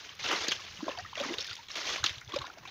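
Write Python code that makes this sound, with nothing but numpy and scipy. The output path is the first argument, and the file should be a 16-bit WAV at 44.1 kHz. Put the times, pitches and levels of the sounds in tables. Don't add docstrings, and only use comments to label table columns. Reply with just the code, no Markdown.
import sys
import numpy as np
from scipy import signal
from scipy.fft import rfft, irfft
from scipy.io import wavfile

SR = 44100
rng = np.random.default_rng(int(sys.argv[2]) if len(sys.argv) > 2 else 0)


def invert_db(level):
    return 10 ** (np.asarray(level, dtype=float) / 20)


def unload_audio(sound):
    columns = np.transpose(np.atleast_2d(sound))
    steps = np.round(np.clip(columns, -1, 1) * 32767)
    wavfile.write(sys.argv[1], SR, steps.astype(np.int16))


N = 119070

BUBBLE_S, BUBBLE_RISE = 0.016, 0.1


def rms_one(x):
    return x / np.sqrt(np.mean(x ** 2) + 1e-20)


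def colour(x, points):
    hz = np.maximum(np.arange(N // 2 + 1) * SR / N, 1)
    at, db = np.transpose(points)
    return irfft(rfft(x) * invert_db(np.interp(np.log(hz), np.log(at), db)), N)


def drift(rate_hz):
    r = np.exp(-2 * np.pi * rate_hz / SR)
    noise = rng.standard_normal(N + SR)
    return rms_one(signal.lfilter([1], [1, -2 * r, r * r], noise)[SR:])


def filtered(x, order, edge_hz, kind):
    return signal.sosfilt(signal.butter(order, edge_hz, kind, fs=SR, output="sos"), x)


def add(out, start_s, sound):
    i = int(start_s * SR)
    out[i:i + len(sound)] += sound[:max(N - i, 0)]


def ring(clicks, hz, t60_s):
    r, w = invert_db(-60 / (t60_s * SR)), 2 * np.pi * hz / SR
    return signal.lfilter([0, np.sin(w)], [1, -2 * r * np.cos(w), r * r], clicks + 1e-18)


def grains(rate, spread_db, low_hz, high_hz, cycles, count):
    sizes = invert_db(spread_db * np.minimum(rng.exponential(1, N), 4)) * rng.choice([-1, 1], N)
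    sizes = sizes * (rng.random(N) < rate / SR)
    dealt = rng.integers(0, count, N)
    total = np.zeros(N)
    for k, hz in enumerate(np.geomspace(low_hz, high_hz, count)):
        total += np.sqrt(hz) * ring(sizes * (dealt == k), hz, cycles / hz)
    return rms_one(total)


def surge_gain():
    # start_s, hold_s, level_db, ebb_db_per_s, low_wash_db
    pushes = [(0.0, 0.012, -44.5, 52.5, -2), (0.194, 0.17, -40, 110, -4.5), (0.243, 0.093, -34.5, 60, 2),
              (0.301, 0.036, -33.5, 316, 9), (0.407, 0.015, -36, 153, 0.5), (0.51, 0.019, -36.5, 156, -4.5),
              (0.603, 0.2, -47, 14.5, -5.5), (0.859, 0.043, -46.5, 95, 7.5), (1.17, 0.17, -41.5, 137, 3.5),
              (1.379, 0.059, -44, 68, -9), (1.697, 0.02, -44, 91, -6), (1.759, 0.058, -37, 57, 1.5),
              (1.855, .11, -34.5, 215, -1.5), (2.042, 0.014, -33.5, 163, -10), (2.288, 0.089, -50, 36, 7.5),
              (2.649, .05, -58, 52, -4)]
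    rise_s, still_db = 0.006, -62
    t = np.arange(N) / SR
    flow = deep = invert_db(2 * still_db)
    for start, hold, db, ebb, depth_db in pushes:
        rise = np.clip((t - start) / rise_s + 1, 0, 1) ** 2
        power = rise * invert_db(2 * (db - ebb * np.maximum(t - start - hold, 0)))
        flow = flow + power
        deep = deep + power * invert_db(2 * depth_db)
    return np.sqrt(flow), np.sqrt(deep)


def spray(flow, deep):
    # pitch_hz, level_db
    spray_tone = [(200, -14), (400, -9.5), (1000, -6.5), (2000, -3), (3500, -0.5), (5000, -3.5), (7000, -6)]
    hiss_db, droplet_db, patchy_db, lumpy_db = 1.5, -1.5, 2.5, 1.2
    wash_hz = 2100
    lumps = drift(60)
    edges = 100 * 2 ** np.arange(0, 7.6, 0.5)
    white = rng.standard_normal((2, N))
    hiss = np.zeros(N)
    for k, (low_hz, high_hz) in enumerate(zip(edges, edges[1:])):
        band = filtered(white[k % 2], 2, [low_hz, high_hz], "band")
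        hiss += band * invert_db(patchy_db * drift(21.6))
    drops = grains(4000 * invert_db(3 * lumps), 2.6, 292.3, 16020, cycles=45, count=48)
    mix = invert_db(hiss_db) * rms_one(hiss) + invert_db(droplet_db) * drops
    water = rms_one(colour(mix, spray_tone)) * invert_db(lumpy_db * lumps)
    low = filtered(water, 2, wash_hz, "low")
    return flow * (water - low) + deep * low


def splats():
    # start_s, peak_db, pitch_hz, t60_s
    landings = [(0.4825, -20, 4640, 0.11), (0.5170, -13.5, 3170, 0.057), (0.8885, -39, 1570, 0.065),
                (0.986, -30, 1830, 0.029), (1.1538, -28.5, 2340, 0.1), (1.1985, -24.5, 3700, 0.073),
                (1.2361, -26.5, 2230, 0.14), (1.3386, -24.5, 3730, 0.025), (1.3836, -21.5, 4300, 0.044),
                (1.4057, -26, 5330, 0.067), (1.4174, -28, 6000, 0.019), (1.4444, -26, 5530, 0.04),
                (1.4937, -29, 4500, 0.13), (1.5106, -28, 3380, 0.061), (1.5298, -27, 5000, 0.035),
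                (1.553, -30.5, 5800, 0.016), (1.566, -33, 3690, 0.054), (1.6841, -32, 3900, 0.044),
                (1.7544, -26.5, 3380, 0.13), (2.0404, -10.5, 4100, 0.056), (2.0622, -14.5, 4170, 0.058),
                (2.0935, -23.5, 3600, 0.033), (2.1817, -30.5, 3840, 0.039), (2.2935, -35.5, 3500, 0.083),
                (2.3401, -27.5, 4040, 0.15)]
    # start_s, peak_db, pitch_hz, t60_s
    more_landings = [
        (2.2116, -37.5, 2150, 0.12),
        (2.3595, -25.5, 3730, 0.048),
        (2.387, -26, 4220, 0.029),
        (2.4154, -29, 4120, 0.054),
        (2.4667, -33, 3860, 0.018),
        (2.5831, -38.5, 2520, 0.028),
        (2.6524, -36.5, 2500, 0.19),
        (2.6744, -35, 4000, 0.14),
    ]
    level_db, ring_db, crack_db = -0.5, 2, 3
    attack_s, crack_t60_s = 0.00084, 0.025
    thin_db = 6.5
    rows = list(landings) + list(more_landings)
    out, t = np.zeros(N), np.arange(SR // 5) / SR
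    for start, db, hz, t60 in rows:
        noise = rng.standard_normal(len(t))
        low_hz = min(1000 * 2 ** (-(db + 12.5) / thin_db), 0.45 * hz)
        body = filtered(noise, 2, low_hz, "high")
        cavity = invert_db(ring_db) * rms_one(ring(noise, hz, 14 / hz))
        crack = invert_db(crack_db - 60 * t / crack_t60_s) * body
        sound = invert_db(-60 * t / t60) * (body + cavity) + crack
        sound = sound * np.minimum(t / attack_s, 1)
        peak = np.abs(signal.lfilter([0.5, 0.5], [1], sound)).max()
        add(out, start, invert_db(db + level_db) * sound / peak)
    return out


def glug(db, hz, length_s, rise_hz):
    attack, fade_db = 0.27, 21.5
    life = np.arange(int(2.5 * length_s * SR)) / SR / length_s
    swell = np.sin(np.pi / 2 * np.minimum(life / attack, 1)) * invert_db(db - fade_db * life ** 2)
    return swell * np.sin(2 * np.pi * np.cumsum(hz + rise_hz * life ** 2) / SR)


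def glugs():
    # start_s, peak_db, start_pitch_hz, length_s
    pockets = [(0.482, -32, 287, 0.0094), (0.496, -62, 1400, 0.021), (0.782, -43, 170.5, 0.066),
               (0.805, -37.5, 1000, 0.017), (0.827, -28.5, 278, 0.013), (0.837, -39, 310, 0.025),
               (0.86, -45, 312, 0.035), (.88, -29, 619, 0.013), (.881, -29.5, 1033, .011),
               (0.891, -30, 546, 0.019), (0.879, -42, 273, 0.032), (0.911, -44, 1000, 0.011),
               (0.949, -43, 1000, 0.022), (0.974, -29.5, 830, 0.0066), (0.979, -36.5, 704, 0.035),
               (1.049, -39.5, 1240, 0.012), (1.13, -35.5, 1000, 0.0068), (1.174, -34, 613, 0.011),
               (1.201, -31, 553, 0.037), (1.21, -40, 235, 0.024), (1.248, -33, 1040, 0.0087),
               (1.253, -37.5, 269, 0.036), (1.288, -31, 252, 0.012), (1.305, -28.5, 325, .032),
               (1.386, -38.5, 456, 0.012), (1.587, -45.5, 907, 0.029), (2.041, -25, 1287, 0.0095),
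               (2.042, -41, 307, 0.02)]
    # start_s, peak_db, start_pitch_hz, length_s
    more_glugs = [(4.5, -41, 600, 0.0374), (2.32, -42, 1115, 0.0098), (2.335, -31.5, 1100, 0.016),
                  (2.337, -35, 337, 0.021), (2.355, -41, 1350, 0.019), (2.361, -24, 538, 0.019),
                  (2.383, -45, 960, 0.013), (2.408, -47, 1300, 0.015), (2.411, -35, 1085, 0.021),
                  (2.441, -33, 1000, 0.012), (2.452, -40.5, 1390, 0.019), (2.652, -42, 1040, 0.01),
                  (2.214, -46, 1420, 0.014), (.992, -41.5, 1850, 0.015), (1.286, -33.5, 2030, 0.016),
                  (1.52, -37.5, 1970, 0.021), (2.156, -37.5, 4040, 0.0075), (1.06, -41, 1860, .012),
                  (1.022, -48, 2800, 0.024), (2.57, -46.5, 640, 0.018), (2.678, -45, 755, 0.016),
                  (2.5, -42, 1380, .008)]
    rise_hz, rough = 90, 0.42
    swarm_count, swarm_db, swarm_s, swarm_octaves = 5, -15, 0.05, 3
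    out = np.zeros(N)
    for start, db, hz, length in list(pockets) + list(more_glugs):
        add(out, start, glug(db, hz, length, rise_hz))
        for when, pitch, size in rng.random((swarm_count, 3)):
            small_hz = hz * 2 ** (swarm_octaves * pitch)
            small_db = db + swarm_db * (0.5 + size)
            small_s = BUBBLE_S * (250 / small_hz) ** 0.5
            small = glug(small_db, small_hz, small_s, BUBBLE_RISE * small_hz)
            add(out, start + swarm_s * (when - 0.2), small)
    return out * (1 + rough * drift(160))


def ticks():
    # start_s, peak_db, pitch_hz
    droplets = [(1.4065, -23, 5290), (0.0921, -32.5, 3110), (0.195, -36, 2100), (0.2463, -37, 2570),
                (0.2637, -22, 2730), (.4838, -15.5, 6580), (0.488, -29.5, 4970), (0.5103, -23, 3260),
                (0.518, -26, 1580), (.6195, -34.5, 2770), (0.7724, -35, 2870), (0.9743, -32.5, 3090),
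                (1.096, -40, 3630), (1.1346, -38, 3070), (.891, -30.5, 3600), (.987, -30.5, 4630),
                (0.898, -30.5, 3020), (1.1539, -27.5, 2780), (1.1593, -33, 1940), (1.178, -27, 3370),
                (1.181, -31, 2180), (1.193, -33, 3300), (1.213, -26, 4750), (1.2337, -32.5, 1245),
                (1.264, -31, 5500), (1.333, -29, 3570), (1.389, -35, 2670), (1.395, -31, 5330),
                (1.402, -27, 3680), (1.411, -29, 3500), (1.425, -28.5, 5500), (1.453, -37, 1780),
                (1.4673, -31, 4170), (1.476, -28.5, 3650), (1.485, -37.5, 1520), (1.505, -36, 5500),
                (1.513, -33, 1400), (1.618, -57, 3850), (1.6676, -45, 3350), (1.71, -32, 3950),
                (1.716, -29, 5300), (2.041, -12.5, 6540), (2.0615, -14, 4400), (2.066, -19, 3150),
                (2.2474, -40, 6100), (2.2767, -38, 3400), (2.3212, -27.5, 3320), (2.362, -24, 4860),
                (2.452, -36, 3670), (0.4856, -29.5, 1690), (1.3838, -20, 3670)]
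    # start_s, peak_db, pitch_hz
    pricks = [
        (0.152, -25.5, 10400),
        (0.4825, -10.5, 11600),
        (1.453, -25, 12100),
        (1.4683, -20, 10600),
        (1.5394, -27, 9490),
        (1.554, -23, 9200),
        (1.7649, -21, 9640),
        (2.127, -27, 10000),
        (2.2094, -26, 11500),
    ]
    ring_cycles, attack_cycles, rise = 48, 3, 0.03
    snap_db, snap_t60_s = -11, 0.02
    out, t = np.zeros(N), np.arange(SR // 25) / SR
    for start, db, hz in list(droplets) + list(pricks):
        life = t * hz / ring_cycles
        tone = invert_db(-60 * life) * np.sin(2 * np.pi * hz * t * (1 + rise * life))
        noise = rng.standard_normal(len(t))
        snap = rms_one(filtered(noise, 2, [0.7 * hz, min(1.4 * hz, 16000)], "band"))
        sound = tone + invert_db(snap_db - 60 * t / snap_t60_s) * snap
        add(out, start, invert_db(db) * np.minimum(t * hz / attack_cycles, 1) * sound)
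    return out


def bubbles(flow):
    count, level_db, spread_db = 500, -9, 4
    low_hz, octaves = 1000, 2.7
    out = np.zeros(N)
    for when, pitch, size, slow in rng.random((count, 4)):
        hz = low_hz * 2 ** (octaves * pitch)
        db = level_db - spread_db * np.log(size + 0.11)
        length_s = BUBBLE_S * (0.5 + slow) * (1000 / hz) ** 0.5
        add(out, when * N / SR, glug(db, hz, length_s, BUBBLE_RISE * hz))
    return flow * out


def handling():
    # start_s, peak_db, pitch_hz
    bumps = [(0.406, -48, 88), (0.698, -52, 73.5), (0.976, -49, 100), (1.017, -50, 99), (1.091, -53.5, 95),
             (1.377, -48.5, 90.5), (1.506, -48, 99), (2, -45, 84.5), (2.027, -39, 105), (2.105, -43, 85.25),
             (2.271, -44, 110), (2.238, -53, 90), (2.345, -48, 80), (1.899, -53, 70.4), (2.17, -48.5, 111),
             (2.388, -41.5, 128), (2.409, -44, 83.4)]
    # pitch_hz, level_db
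    rumble_tone = [(30, -11.5), (55, 0), (85, 3.5), (130, 1), (200, -2), (400, -22)]
    bump_db, bump_t60_s, attack_s, rumble_db = 3, 0.068, 0.011, -63.5
    out, t = np.zeros(N), np.arange(SR // 4) / SR
    for start, db, hz in bumps:
        fade = invert_db(db + bump_db - 60 * t / bump_t60_s) * np.minimum(t / attack_s, 1)
        add(out, start, fade * 2 * np.sin(2 * np.pi * hz * t))
    rumble = rms_one(colour(rng.standard_normal(N), rumble_tone))
    return out + invert_db(rumble_db + 3.4 * drift(8)) * rumble


def scene():
    flow, deep = surge_gain()
    water = spray(flow, deep) + splats() + glugs() + ticks()
    water = water + bubbles(np.sqrt(flow * deep))
    water = filtered(water, 3, 170, "high")
    return (water + handling())[None]


def band_limit(x):
    return signal.sosfilt(signal.butter(12, 16330, fs=SR, output="sos"), x)


def record(dry):
    # pitch_hz, level_db
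    mic_tone = [(6300, 1), (6900, -5.5), (7800, -23.5), (9000, -27), (13800, -28.5), (15000, -23),
                (15500, -21), (16000, -61)]
    hiss_tone = [(5000, -60), (9000, 9.5), (15000, 19.5)]
    own = invert_db(-62.5) * colour(rng.standard_normal(N), hiss_tone)
    heard = colour(dry[0] + own, mic_tone)
    mix = 0.39 * np.tanh(heard / 0.41)[None]
    return band_limit(mix)


dry = scene()
out = record(dry)
unload_audio(out)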